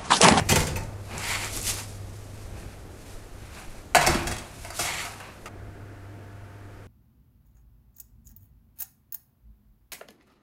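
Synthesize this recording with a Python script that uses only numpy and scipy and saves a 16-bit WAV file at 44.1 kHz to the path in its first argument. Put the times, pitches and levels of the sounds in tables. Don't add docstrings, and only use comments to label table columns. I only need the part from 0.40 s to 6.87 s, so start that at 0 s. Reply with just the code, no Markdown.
import sys
import numpy as np
from scipy import signal
from scipy.fft import rfft, irfft
from scipy.io import wavfile
from scipy.ndimage import uniform_filter1d

SR = 44100
rng = np.random.default_rng(int(sys.argv[2]) if len(sys.argv) > 2 else 0)


def waveform_to_disk(signal):
    frames = np.transpose(np.atleast_2d(signal))
    scaled = np.clip(frames, -1, 1) * 32767
    samples = np.round(scaled).astype(np.int16)
    wavfile.write(sys.argv[1], SR, samples)


def magnitude_from_level(level_db):
    exponent = np.asarray(level_db, float) / 20
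    return 10 ** exponent


N = 285282
T = np.arange(N) / SR

# t/s, crack peak level/dB, ring re crack/dB, boom re crack/dB, rattle length/s
RACK_KNOCKS = [
    (0.0, -33.5, 6.5, 9, 0.011),
    (0.087, -15.5, -4.5, -4, 0.028),
    (0.117, -20, -1, 0, 0.012),
    (0.156, -14.5, -6, -7.5, 0.012),
    (0.204, -21.5, -13, -27, 0.0043),
    (0.267, -26, -34, -10, 0.018),
    (0.355, -30, 0, -19.5, 0.022),
    (0.432, -42.5, -11.5, 2, 0.011),
    (0.733, -45, 7, 7.5, 0.014),
    (1.170, -31, 0, -2, 0.0062),
]
TRIVET_KNOCKS = [(3.5482, -12, 6, -22, 0.0027), (3.553, -13, -8, -4, 0.0067), (3.565, -19, 5, -1, 0.0086),
                 (3.611, -23.5, -28, -15, 0.013), (3.627, -28, -5, -2, 0.009),
                 (3.6645, -14.5, -9.5, -9, 0.004), (3.671, -14, -5, 0.5, 0.0088),
                 (3.706, -30, 7.5, -5, 0.013), (3.745, -24.5, -18.5, 8, 0.0059),
                 (3.8705, -23.5, -7, -20, 0.012), (3.912, -27, -8.5, -14, 0.011),
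                 (3.922, -30, -8, -9, 0.0048), (3.965, -33, -16, -5, 0.0051),
                 (3.983, -30.5, -14, -3.5, 0.0083), (4.248, -34, 3.5, -24, 0.0061),
                 (4.3035, -32.5, -2, -7, 0.0071), (4.348, -48, -11.5, -13, 0.0069),
                 (4.3915, -22, -4, -3, 0.02), (4.450, -28.5, -9, -33, 0.014),
                 (4.650, -33.5, 3, -32, 0.0096), (4.8005, -41.5, 8.5, -12, 0.013),
                 (5.057, -38.5, 8, -1, 0.012)]
# f/Hz, level/dB, t60/s
RACK_MODES = [(74, -7, 0.5), (83.5, -1, 1), (152, 4.5, 0.35), (210, -2.5, 0.15), (227.3, -2, 0.22),
              (354, -4, 0.16), (413, 0.5, 0.18), (488, 1.5, 0.16), (691, -3, 0.1), (790, 3.5, 0.091),
              (915, 1, 0.12), (1290, -9, 0.028), (1522, -18, 0.041), (1687, -45, 0.058), (2044, -9, 0.035),
              (2180, -3, 0.031), (2350, -14, 0.025), (2530, 5, 0.016), (2860, -5, 0.031), (3190, -5, 0.024),
              (3570, -6.5, 0.022), (4470, -15, 0.023), (6070, -8.5, 0.026), (7040, -10, 0.025),
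              (8140, -8, 0.046), (12020, -6, 0.038)]
# f/Hz, level/dB, t60/s
TRIVET_MODES = [(77, -12, 0.53), (126, -22, 0.45), (150.5, -1.5, 0.4), (235.7, -4, 0.2), (347, -1, 0.15),
                (514, -20, 0.1), (597, -7, 0.143), (706, -1.5, 0.11), (743, -0.5, 0.05), (800, 5, 0.029),
                (896, -5.5, 0.17), (972, -8.5, 0.11), (1240, -14, 0.054), (1354, -9.5, 0.077),
                (1510, -4.5, 0.051), (1690, -6.5, 0.1), (2000, -1.5, 0.01), (2150, -9, .06),
                (2300, -12, 0.068), (2625, -6.5, 0.093), (2800, -14.5, 0.071), (3310, -6.5, 0.022),
                (4000, -10, 0.025), (4590, -18, 0.11), (4630, -18, 0.06), (5340, -10, 0.01),
                (6550, -18, 0.055), (7620, -21, 0.079), (8470, -12, 0.12)]
# f/Hz, width/Hz, level/dB
SCRAPE = [(976, 540, -5), (1390, 660, -6), (2340, 830, -4), (3360, 1800, -12.5)]
# f/Hz, width/Hz, level/dB
SQUEAL = [(935, 38, -14.5), (1300, 480, -10.5), (2130, 540, -1), (2760, 1100, -4.5), (4340, 230, -9.5),
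          (7400, 850, -7), (8800, 130, -24)]
# from t/s, to t/s
SQUEAL_SPANS = [
    (.8, 1.14),
    (4.44, 4.68),
]
# f/Hz, level per Hz/dB
FOIL = [(900, -26), (1800, 5), (3000, 8), (4300, 9.5), (6600, 10.5), (10400, 9), (13600, 0), (16000, -17)]
# fastest t/s, swell/s, fade/s, scrape level/dB, foil re scrape/dB
OVEN_STROKES = [
    (0.0, .05, 0.05, -33, -16),
    (0.215, 0.18, 0.082, -34, -0.5),
    (0.73, 0.054, 0.36, -33, -32),
    (0.925, .24, 0.14, -28.5, -5.5),
    (1.045, 0.13, 0.11, -33.5, -3.5),
    (1.155, 0.076, 0.077, -41, 8.5),
    (1.295, 0.092, 0.061, -35, 9.5),
    (1.39, 0.27, 0.1, -36, -0.5),
    (1.5, .15, 0.19, -57, 8),
]
CARRY_STROKES = [
    (1.75, 0.37, 0.78, -60, 4.5),
    (2.015, 0.13, 0.22, -52.5, -3),
    (2.18, .07, 0.25, -44.5, -9),
    (2.33, 0.053, 0.067, -49, -12),
    (2.70, 0.22, 0.23, -50.5, -1.5),
    (3.06, 0.21, 0.081, -50.5, -7),
    (3.19, 0.15, 0.13, -38.5, -10.5),
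    (3.38, 0.49, 0.14, -48.5, -8.5),
]
TRIVET_STROKES = [
    (3.62, 0.029, 0.29, -23, -22),
    (3.72, 0.099, 0.27, -27.5, -14),
    (3.97, .2, 0.52, -44, -13),
    (4.23, 0.32, .1, -55.5, 5.5),
    (4.252, 0.041, .08, -42.5, -5),
    (4.375, 0.066, 0.067, -51, 12.5),
    (4.41, 0.051, 0.2, -37.5, 7),
    (4.48, 0.15, 0.31, -32, -19),
    (4.6, .15, 0.24, -34, -6),
    (4.87, 0.23, 0.19, -42, -29),
]
# strongest t/s, swell/s, fade/s, level/dB, deep rumble re level/dB
SHUDDERS = [
    (0.14, 0.13, 0.38, -30.5, 2),
    (0.73, 0.099, .2, -38, -0.5),
    (0.93, 0.21, 0.6, -38.5, -12),
    (1.17, 0.083, 0.087, -37.5, -9),
    (1.29, 0.093, 0.23, -38, -8),
    (2.75, 0.16, 0.4, -49, 0),
    (3.70, 0.15, 0.15, -30, 0),
    (3.90, .1, 0.21, -37.5, 3.5),
    (4.395, 0.026, 0.55, -44, -7),
    (5.07, 0.034, 0.036, -62, 16),
]
# t/s, peak level/dB, centre f/Hz
SNAPS = [
    (0.78, -21, 8000),
    (1.046, -21, 7400),
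    (1.166, -19, 10700),
    (1.174, -17, 6820),
    (1.215, -22, 7900),
    (1.229, -24, 10600),
    (1.298, -15.5, 7200),
    (3.659, -25, 7500),
]
# t/s, peak level/dB, floor f/Hz
STEPS = [
    (1.98, -38, 21),
    (2.398, -44, 32),
    (2.741, -29, 22),
    (2.916, -30.5, 31),
    (3.275, -29.5, 18),
    (3.376, -32, 25),
    (5.021, -38, 25),
]
# t/s, distance/m
OVEN_DISTANCE = [
    (0.0, 0.32),
    (.9, 0.95),
    (1.6, 0.9),
    (2.27, 1.48),
    (2.6, 2.4),
    (3.3, 2.6),
    (4.2, 2.8),
    (5.08, 3.1),
]
# f/Hz, level per Hz/dB
OVEN_AIR = [(71, -31), (120, -7.5), (153, -8.5), (402, -10), (454, -12), (698, -14), (1030, -21.5),
            (1140, -18.5), (1750, -22.5), (3310, -31.5), (10400, -41), (13900, -38.5), (16000, -54)]
# f/Hz, level per Hz/dB
MICRO_AIR = [(71, -19.5), (120, -7.5), (157, -11.5), (251, -11.5), (301, -9), (630, -16), (698, -19.5),
             (773, -18), (911, -22.5), (988, -23), (1430, -18), (3590, -36), (12000, -43), (16000, -50.5)]
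# f/Hz,
# level/dB
MICRO_BUZZ = [(301, -61), (500, -69), (697, -62.5), (899, -66), (1420, -75)]
# band f/Hz, t60/s, level/dB
ROOM = [(293, 0.97, -10.5), (1310, 0.35, -7.5), (3770, 0.42, -9.5), (11100, 0.26, -10)]

CHANGE_S, MAINS_HZ = 5.086, 100.
OVEN_DB, MICRO_DB = -50.5, -49
OVEN_HUM_DB, OVEN_RUMBLE_DB, MICRO_HUM_DB, MICRO_RUMBLE_DB = -42.5, -44.5, -45.5, -49
RACK_RISE, TRIVET_RISE = .24, .03
PUSH_S, PUSH_DB = .0005, -2
STROKE_ROUND, FOIL_REST_DB = 1.27, -60.5
DRUM_DB, DRUM_REST_DB, RATTLE_DB = -1, -49.5, -10.5


def clatter(knocks, modes, rise, crack_db, sheet_db, thud_db, ring_db, boom_db):
    blows = np.zeros((3, N))
    latest = np.zeros(N, int)
    chatter = grit(2.02)
    for k, (s, db, ring, boom, length) in enumerate(knocks):
        i = int(s * SR)
        t = T[:min(N - i, SR // 5)]
        here = slice(i, i + len(t))
        attack = np.minimum(t / max(rise * length, .0001), 1)
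        shape = np.exp(-(t / max(length, .002)) ** 1.61) * attack
        blows[:, here] += magnitude_from_level(db + np.array([[0], [ring], [boom]])) * shape * chatter[here]
        push = np.sin(np.pi * np.minimum(t / (PUSH_S + rise * length), 1))
        blows[1, here] -= magnitude_from_level(db + ring + PUSH_DB) * push
        latest[i:] = k
    luck_db = 2.0 * rng.standard_normal((len(knocks), len(modes)))
    free_db = .3 * (np.array(knocks)[:, 1] + 12)
    crack = magnitude_from_level(crack_db) * band(blows[0], 1410, 9260)
    thud = magnitude_from_level(thud_db) * band(band(blows[1], 540, 3350), 540, 3350)
    wobble = [1 + .6 * walk(rate) for rate in (45, 70, 110, 170)]
    rings = np.zeros(N)
    span = slice(int(knocks[0][0] * SR), min(N, int((knocks[-1][0] + 1) * SR)))
    for k, (hz, db, t60) in enumerate(modes):
        part = 2 - np.searchsorted([400, 1800], hz)
        longest = (.06, .09, 1.)[part]
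        part_db = (sheet_db, ring_db, boom_db)[part]
        gain = magnitude_from_level(luck_db[:, k] + free_db * (part < 2) + db + part_db)
        drive = band((blows[part] * gain[latest])[span], .7 * hz, 3 * hz)
        rings[span] += wobble[k % 4][span] * mode(drive, hz, min(t60, longest))
    return kitchen(crack + thud + 0.33 * rings) + 0.74 * rings


def rubbing():
    strokes = OVEN_STROKES + CARRY_STROKES + TRIVET_STROKES
    steel = swell(strokes)
    rustle = np.hypot(swell(strokes, share=1), magnitude_from_level(FOIL_REST_DB))
    slips = grit(2.0) * magnitude_from_level(1.2 * walk(120))
    scrape, squeal = resonances(slips, SCRAPE), resonances(slips, SQUEAL)
    speed = 0
    for start, end in SQUEAL_SPANS:
        speed = speed + np.sin(np.pi * np.clip((T - start) / (end - start), 0, 1)) ** .5
    foil = colour(grit(1.8) * magnitude_from_level(1.1 * walk(130)), FOIL)
    drum = band(rng.standard_normal(N), 76, 620)
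    resting = magnitude_from_level(DRUM_REST_DB) / curve(OVEN_DISTANCE)[0] ** 0.91
    drumming = np.hypot(magnitude_from_level(DRUM_DB) * swell(SHUDDERS), resting)
    scraping = (scrape + speed * squeal) * steel * magnitude_from_level(-3.5)
    return scraping + level(foil, 0) * rustle + level(drum, -3.1) * drumming


def resonances(slips, table):
    return sum(magnitude_from_level(db) * level(band(slips, hz - width / 2, hz + width / 2), 0) for hz, width, db in table)


def snaps():
    out, t = np.zeros(N), T[:SR // 50]
    for s, db, hz in SNAPS:
        burst = rng.standard_normal(len(t)) * np.exp(-t / 0.0012)
        tick = band(burst, 0.81 * hz, 1.17 * hz)
        out[int(s * SR):][:len(t)] += magnitude_from_level(db) * tick / np.abs(tick).max()
    return out


def steps():
    out, t = np.zeros(N), T[:SR // 8]
    for s, db, hz in STEPS:
        swing = np.sin(2 * np.pi * hz * t) * np.exp(-(t * hz / 1.1) ** 2)
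        out[int(s * SR):][:len(t)] += magnitude_from_level(db - 3.5) * swing
    return out


def hum():
    near, shake, after = 1 / curve(OVEN_DISTANCE)[0], swell(SHUDDERS), T > CHANGE_S
    oven_line = np.hypot(magnitude_from_level(OVEN_HUM_DB) * near, magnitude_from_level(RATTLE_DB) * shake)
    line_gain = np.where(after, magnitude_from_level(MICRO_HUM_DB), oven_line)
    fan_gain = np.where(after, magnitude_from_level(MICRO_RUMBLE_DB), magnitude_from_level(OVEN_RUMBLE_DB) * near ** .5)
    rumble_gain = np.hypot(fan_gain, swell(SHUDDERS, share=0.92))
    wave = np.sin(2 * np.pi * MAINS_HZ * T + 0.55 * walk(16))
    line = np.sqrt(2) * line_gain * magnitude_from_level(0.82 * walk(3.18)) * wave
    rumble = level(band(rng.standard_normal(N), 15, 85), 0) * rumble_gain * magnitude_from_level(2.5 * walk(7))
    buzz = 0
    for hz, db in MICRO_BUZZ:
        gain = magnitude_from_level(db + 4.0 + 2.2 * walk(3.8))
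        buzz = buzz + gain * np.sin(2 * np.pi * hz * T + 0.78 * walk(5.0))
    return line + rumble + buzz * after


def air(shape, db):
    low, high = (colour(rng.standard_normal(N), shape) for _ in range(2))
    flicker = magnitude_from_level(1.6 * walk(11)) * band(low, 37, 790)
    hiss = signal.sosfilt(signal.butter(2, 900, "high", fs=SR, output="sos"), high)
    noise = flicker + hiss
    return noise * magnitude_from_level(db) / np.std(band(noise, 114, 3300))


def kitchen(x):
    t, tail = T[:SR // 2], 0
    for hz, t60, db in ROOM:
        noise = band(rng.standard_normal(len(t)), hz / 2, hz * 3.1)
        part = noise * 1000 ** (-t / t60) * (t > .006)
        tail = tail + magnitude_from_level(db) * part / np.sqrt(np.sum(part ** 2))
    return x + signal.fftconvolve(x, tail)[:N]


def swell(rows, share=0):
    t, power = T[::32], 0
    for peak_s, rise_s, fall_s, db, more_db in rows:
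        late = t - peak_s
        away = np.minimum(np.abs(late) / np.where(late < 0, rise_s, fall_s), 5)
        power = power + magnitude_from_level(db + share * more_db - 20 * away ** STROKE_ROUND) ** 2
    return np.interp(T, t, np.sqrt(power))


def mode(x, hz, t60):
    r = np.exp(-np.log(1000) / (t60 * SR))
    w = 2 * np.pi * hz / SR
    return signal.lfilter([np.sin(w)], [1, -2 * r * np.cos(w), r * r], x)


def grit(spread_db):
    return level(rng.standard_normal(N) * magnitude_from_level(spread_db * rng.exponential(1, N)), 0)


def walk(rate):
    k = int(SR / rate)
    held = np.repeat(rng.standard_normal(N // k + 1), k)
    return 1.3 * uniform_filter1d(uniform_filter1d(held, k), k)[:N]


def level(x, db):
    return x * magnitude_from_level(db) / np.sqrt(np.mean(x ** 2))


def curve(table):
    s, *columns = np.transpose(table)
    return [np.interp(T, s, c) for c in columns]


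def colour(x, shape):
    hz, db = np.transpose(shape)
    f = np.maximum(np.arange(N // 2 + 1) * SR / N, 1)
    return irfft(rfft(x) * magnitude_from_level(np.interp(np.log(f), np.log(hz), db)), N)


def band(x, lo_hz, hi_hz):
    return signal.sosfilt(signal.butter(2, [lo_hz, min(hi_hz, .45 * SR)], "band", fs=SR, output="sos"), x)


def scene():
    rack = clatter(RACK_KNOCKS, RACK_MODES, RACK_RISE,
                   crack_db=1.0, sheet_db=-25.0, thud_db=4.5, ring_db=-27.5, boom_db=-30.5)
    trivet = clatter(TRIVET_KNOCKS, TRIVET_MODES, TRIVET_RISE,
                     crack_db=0.5, sheet_db=-25.5, thud_db=5.5, ring_db=-26.5, boom_db=-32)
    before = np.clip((CHANGE_S - T) / 0.0011, 0, 1)
    tray = rack + trivet + kitchen(snaps()) + rubbing()
    oven = tray + steps() + air(OVEN_AIR, OVEN_DB + 1)
    microwave = air(MICRO_AIR, MICRO_DB)
    return (before * oven + (1 - before) * microwave + hum())[None]


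def low_pass(x):
    return signal.sosfilt(signal.butter(12, 15830, fs=SR, output="sos"), x)


def record(dry):
    soft = np.tanh(0.59 * dry) / 0.6
    top_cut = signal.ellip(8, .2, 60, 15750, fs=SR, output="sos")
    return low_pass(signal.sosfilt(top_cut, soft))


dry = scene()
out = record(dry)
waveform_to_disk(out)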